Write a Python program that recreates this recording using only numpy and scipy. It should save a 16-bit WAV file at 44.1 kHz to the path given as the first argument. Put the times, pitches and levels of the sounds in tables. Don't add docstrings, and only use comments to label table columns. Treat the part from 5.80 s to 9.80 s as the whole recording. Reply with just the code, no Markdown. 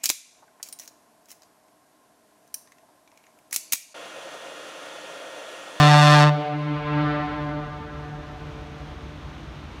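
import sys
import numpy as np
from scipy import signal
from scipy.fft import rfft, irfft
from scipy.io import wavfile
from scipy.ndimage import uniform_filter1d

SR = 44100
rng = np.random.default_rng(int(sys.argv[2]) if len(sys.argv) > 2 else 0)


def store_pcm(level_fs):
    pcm = np.round(np.clip(level_fs, -1, 1) * 32767).astype(np.int16)
    wavfile.write(sys.argv[1], SR, np.atleast_2d(pcm).T)


N = 176400
T = np.arange(N) / SR
HZ = np.fft.rfftfreq(N, 1 / SR)
START_S, STOP_S = -.2, .4312
ECHO_HZ = 148.4


def amp(db):
    return 10 ** (np.asarray(db) / 20)


def unit(x):
    return x / np.sqrt(np.mean(x ** 2) + 1e-20)


def curve(rows, t=T, column=1):
    rows = np.array(rows)
    return np.interp(t, rows[:, 0], rows[:, column])


def colour(spectrum, hz=HZ):
    freq_hz, level_db = np.transpose(spectrum)
    return amp(np.interp(np.log(hz + 1), np.log(freq_hz), level_db))


def noise(gain):
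    return unit(irfft(rfft(rng.standard_normal(N)) * gain, N))


def drift(rate_hz):
    return noise(1 / (1 + (HZ / rate_hz) ** 4))


def causal_filter(x, gain):
    log_gain = np.log(np.maximum(gain, 1e-5))
    phase = -signal.hilbert(np.r_[log_gain, log_gain[-2:0:-1]]).imag[:len(gain)]
    response = irfft(gain * np.exp(1j * phase), N)[:4096]
    return signal.oaconvolve(x, response)[:len(x)]


# time_s, level_db
BLAST_LEVEL = [(0, 2.5), (.14, 0.5), (.27, 4.3), (.36, 3), (.43, -3.5)]


def pulse_train(emitted_s, delay_s, path_db, wander_s):
    jitter_s, flutter_db, shut_db_per_s = 4e-6, 1.56, 1710
    age = emitted_s - START_S
    travel_s = delay_s + wander_s * np.interp(age, T, drift(12))
    arrival = (age + travel_s + jitter_s * rng.standard_normal(len(age))) * SR
    flutter = flutter_db * np.interp(age, T, drift(52))
    shut_off = shut_db_per_s * np.maximum(emitted_s - STOP_S, 0)
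    size = amp(path_db + curve(BLAST_LEVEL, emitted_s) + flutter - shut_off)
    taps = np.arange(-12, 13)
    index = arrival.astype(int)[:, None] + taps
    train = np.zeros(N)
    np.add.at(train, index, size[:, None] * np.sinc(index - arrival[:, None]) * np.hanning(len(taps)))
    return train


# time_s, pitch_hz
HORN_PITCH = [(0, 148.9), (.096, 147.9), (.172, 148.4), (.25, 148.8), (.33, 148.1), (.45, 148.5)]
# frequency_hz, relative_db
PULSE_SPECTRUM = [(200, -34.5), (297, -1), (445, -23.5), (594, -2.5), (742, -1.5), (890, -1.5), (1040, 0),
                  (1190, 1), (1480, -6.5), (1850, -4), (2200, -12), (2600, -9), (3100, -10), (3500, -9),
                  (4500, -10.5), (5000, -15.5), (5500, -14.5), (6500, -20), (9000, -25.5), (10500, -33),
                  (13000, -37), (15500, -48)]
PATH_DELAYS = [0, .00789, .062, .0632]
# relative_db, cutoff_hz, wander_s
PATH_TRANSMISSION = [(1, 4000, 0.0000064), (-4.5, 12000, 4e-5), (-7.5, 5700, 0.000072), (7, 1310, 0.00009)]


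def horn():
    t = T + START_S
    pitch_hz = curve(HORN_PITCH, t)
    cycles = np.cumsum(pitch_hz) / SR
    cycles -= np.interp(STOP_S, t, cycles)
    emitted_s = np.interp(np.arange(int(cycles[0]) + 1, 4), cycles, t)
    pulse_gain = colour(PULSE_SPECTRUM)
    tone = np.zeros(N)
    for delay_s, (path_db, cutoff_hz, wander_s) in zip(PATH_DELAYS, PATH_TRANSMISSION):
        train = pulse_train(emitted_s, delay_s, path_db, wander_s)
        tone += causal_filter(train, pulse_gain / np.hypot(1, HZ / cutoff_hz))
    puff_decay_s, highpass_hz = .0027, 4250
    puffs = np.exp(-(cycles % 1) / pitch_hz / puff_decay_s) * (cycles < 1)
    highpass = (HZ / np.hypot(HZ, highpass_hz)) ** 2
    air = causal_filter(puffs * rng.standard_normal(N), pulse_gain * highpass)
    sounding = (t > 0) & (t < STOP_S)
    blast = amp(-15.5) * tone / tone[sounding].std() + amp(-35) * air / air[sounding].std()
    heard = blast[t >= 0]
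    return np.pad(heard, (0, N - len(heard)))


def horn_fundamental():
    lag_cycles, release_s = .33, .48
    sag_db_per_s, fade_db_per_s = 3, 131.5
    cycles = np.cumsum(curve(HORN_PITCH)) / SR
    cycles -= np.interp(STOP_S, T, cycles) + lag_cycles
    sag = sag_db_per_s * np.minimum(T, release_s)
    fade = fade_db_per_s * np.clip(T - release_s, 0, 1)
    return -np.sqrt(2) * amp(-13.5 - sag - fade) * np.cos(2 * np.pi * cycles)


def metallic_bite(x, spacing_hz=888, depth_db=2.6, onset_hz=2600):
    treble = 1 - 1 / (1 + (HZ / onset_hz) ** 6)
    return causal_filter(x, amp(depth_db * np.cos(2 * np.pi * HZ / spacing_hz) * treble))


def blurred_harmonics(spectrum, first, last):
    harmonic = np.maximum(np.round(HZ / ECHO_HZ), 1)
    width_hz, steepness = .5 + harmonic, 1.714
    skirt = np.hypot(1, (HZ - harmonic * ECHO_HZ) / width_hz) ** steepness
    lines = colour(spectrum) / np.sqrt(width_hz) / skirt
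    band = noise(lines * (harmonic >= first) * (harmonic <= last))
    return band / np.sqrt(uniform_filter1d(band ** 2, size=4000))


def near_scatter(cutoff_hz=3500, fade_db_per_s=106.5):
    overtones = blurred_harmonics(PULSE_SPECTRUM, first=4, last=60)
    haze = causal_filter(overtones, 1 / (1 + (HZ / cutoff_hz) ** 2))
    return amp(-25 - fade_db_per_s * np.maximum(T - STOP_S, 0)) * haze


# frequency_hz, relative_db
RUMBLE_SPECTRUM = [(20, -38), (31, -33), (42, -2.5), (55, -0.5), (69, 3.5), (80, -2), (100, -5.5),
                   (125, -7.5), (148, -1), (175, -10), (235, -11.5), (275, -12), (340, -11.5), (500, -34.5),
                   (900, -73)]
# time_s, level_db
RUMBLE_ENVELOPE = [(0, -53), (.75, -59.5), (1.0, -45.5), (1.35, -42), (1.7, -40.5), (2.8, -40), (4, -40)]


def engine_rumble(throb_hz=8.1, throb_db=.5):
    throb = np.sin(2 * np.pi * throb_hz * T + .53 * drift(1.5))
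    return amp(curve(RUMBLE_ENVELOPE) + throb_db * throb) * noise(colour(RUMBLE_SPECTRUM))


# frequency_hz, relative_db
WASH_SPECTRUM = [(150, -20), (400, 4), (700, 5), (1200, 4), (1700, 0), (2500, -2.5), (3600, -4.5),
                 (4800, -13.5), (6300, -15), (7600, -25), (9400, -26.5), (10500, -34), (13000, -31.5),
                 (15500, -45)]
# time_s, level_db
WASH_ENVELOPE = [(0, -34.5), (.75, -47.5), (1.2, -48.5), (2.0, -48), (2.45, -47.5), (2.75, -45.5),
                 (3.3, -46.5), (4, -46)]


def water(drops_per_s=21, drop_decay_s=.003):
    wash = amp(curve(WASH_ENVELOPE) + .5 * drift(6.3)) * noise(colour(WASH_SPECTRUM))
    onsets = rng.random(N) < drops_per_s / SR
    drops = onsets * amp(3 * np.minimum(rng.exponential(1, N), 3))
    decays = signal.lfilter([1], [1, -np.exp(-1 / (drop_decay_s * SR))], drops)
    splashes = decays * noise(HZ / (1 + (HZ / 5000) ** 3))
    return wash + amp(-81.5) * unit(splashes)


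# harmonic_number, level_db
LINGERING_HARMONICS = [(4, -36), (5, -35.5)]


def canal_ring(rise_s=.046, end_s=.76, fade_s=.056):
    envelope = np.clip((T - STOP_S) / rise_s, 0, 1) * (1 - np.tanh((T - end_s) / fade_s)) / 2
    tones = sum(amp(level_db) * np.sin(2 * np.pi * harmonic * ECHO_HZ * T + .3 * drift(5.8))
                for harmonic, level_db in LINGERING_HARMONICS)
    return np.sqrt(2) * envelope * tones


# time_s, level_db
SHORE_FUNDAMENTAL = [(.66, -36), (.74, -28.5), (.95, -27.5), (1.03, -35), (1.16, -24.3), (1.27, -25),
                     (1.34, -32), (1.42, -33), (1.5, -46), (1.62, -32), (1.75, -35.5), (1.92, -37.5),
                     (2.02, -48), (2.25, -38.5), (2.35, -37), (2.43, -44), (2.6, -41), (3.2, -48)]
# time_s, level_db
SHORE_OCTAVE = [(.54, -45), (.59, -30.5), (.66, -44), (.76, -30), (.83, -38.5), (.92, -27), (1.01, -42),
                (1.18, -25), (1.33, -29), (1.42, -32.5), (1.54, -34), (1.78, -33.5), (1.87, -46.5),
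                (2.25, -46.5), (2.4, -50), (3.0, -50)]
# time_s, low_db, middle_db
SHORE_BANDS = [(.5, -30, -39), (.66, -31.5, -38), (.78, -37.5, -39.5), (.88, -39.5, -37.5),
               (1.0, -36.5, -36), (1.18, -33, -31.5), (1.4, -31.5, -33), (1.52, -37, -34.5),
               (1.78, -35.5, -38.5), (1.92, -42.5, -41), (2.3, -44, -46), (2.85, -47, -53.5), (4, -60, -59)]
# frequency_hz, relative_db
ECHO_SPECTRUM = [(445, -3), (594, -2), (742, -2), (890, 5), (1190, 4.5), (1480, 1), (1900, -5),
                 (2600, -11.5), (3500, -16), (4500, -23), (5200, -31.5), (7000, -52), (10000, -61)]


def shore_echoes(rise_s=.03, tail_db_per_s=8, dulling_db_per_s=5):
    out = np.zeros(N)
    for harmonic, envelope in enumerate([SHORE_FUNDAMENTAL, SHORE_OCTAVE], 1):
        start_s, end_s = envelope[0][0], envelope[-1][0]
        onset = np.clip((T - start_s) / rise_s + 1, 0, 1)
        level_db = curve(envelope) - tail_db_per_s * np.maximum(T - end_s, 0)
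        phase = 2 * np.pi * harmonic * ECHO_HZ * T + .5 * drift(11.6)
        out += np.sqrt(2) * onset * amp(level_db) * np.sin(phase)
    low_db, middle_db = curve(SHORE_BANDS, column=1), curve(SHORE_BANDS, column=2)
    treble_db = middle_db - 4.5 - dulling_db_per_s * (T - STOP_S)
    for first, last, level_db in [(3, 5, low_db), (6, 13, middle_db), (14, 70, treble_db)]:
        out += amp(level_db) * blurred_harmonics(ECHO_SPECTRUM, first, last)
    return out


def far_wall_echo(centre_s=1.27, half_length_s=.24, wander_s=8e-5):
    warped_s = T + wander_s * drift(13)
    overtones_hz = ECHO_HZ * np.arange(4, 30)
    gains = colour(ECHO_SPECTRUM, overtones_hz)
    buzz = sum(gain * np.cos(2 * np.pi * hz * warped_s) for hz, gain in zip(overtones_hz, gains))
    envelope = np.exp(-((T - centre_s) / half_length_s) ** 4)
    return -amp(-37.5) * envelope * unit(buzz)


def scene():
    blast = metallic_bite(horn() + near_scatter()) + horn_fundamental()
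    reflections = canal_ring() + far_wall_echo() + shore_echoes()
    return (blast + reflections + engine_rumble() + water())[None]


def record(dry, cutoff_hz=15850):
    lowpass = signal.firwin(511, cutoff_hz, window=("kaiser", 9), fs=SR)
    return signal.oaconvolve(dry, lowpass[None], "same")


dry = scene()
out = record(dry)
store_pcm(out)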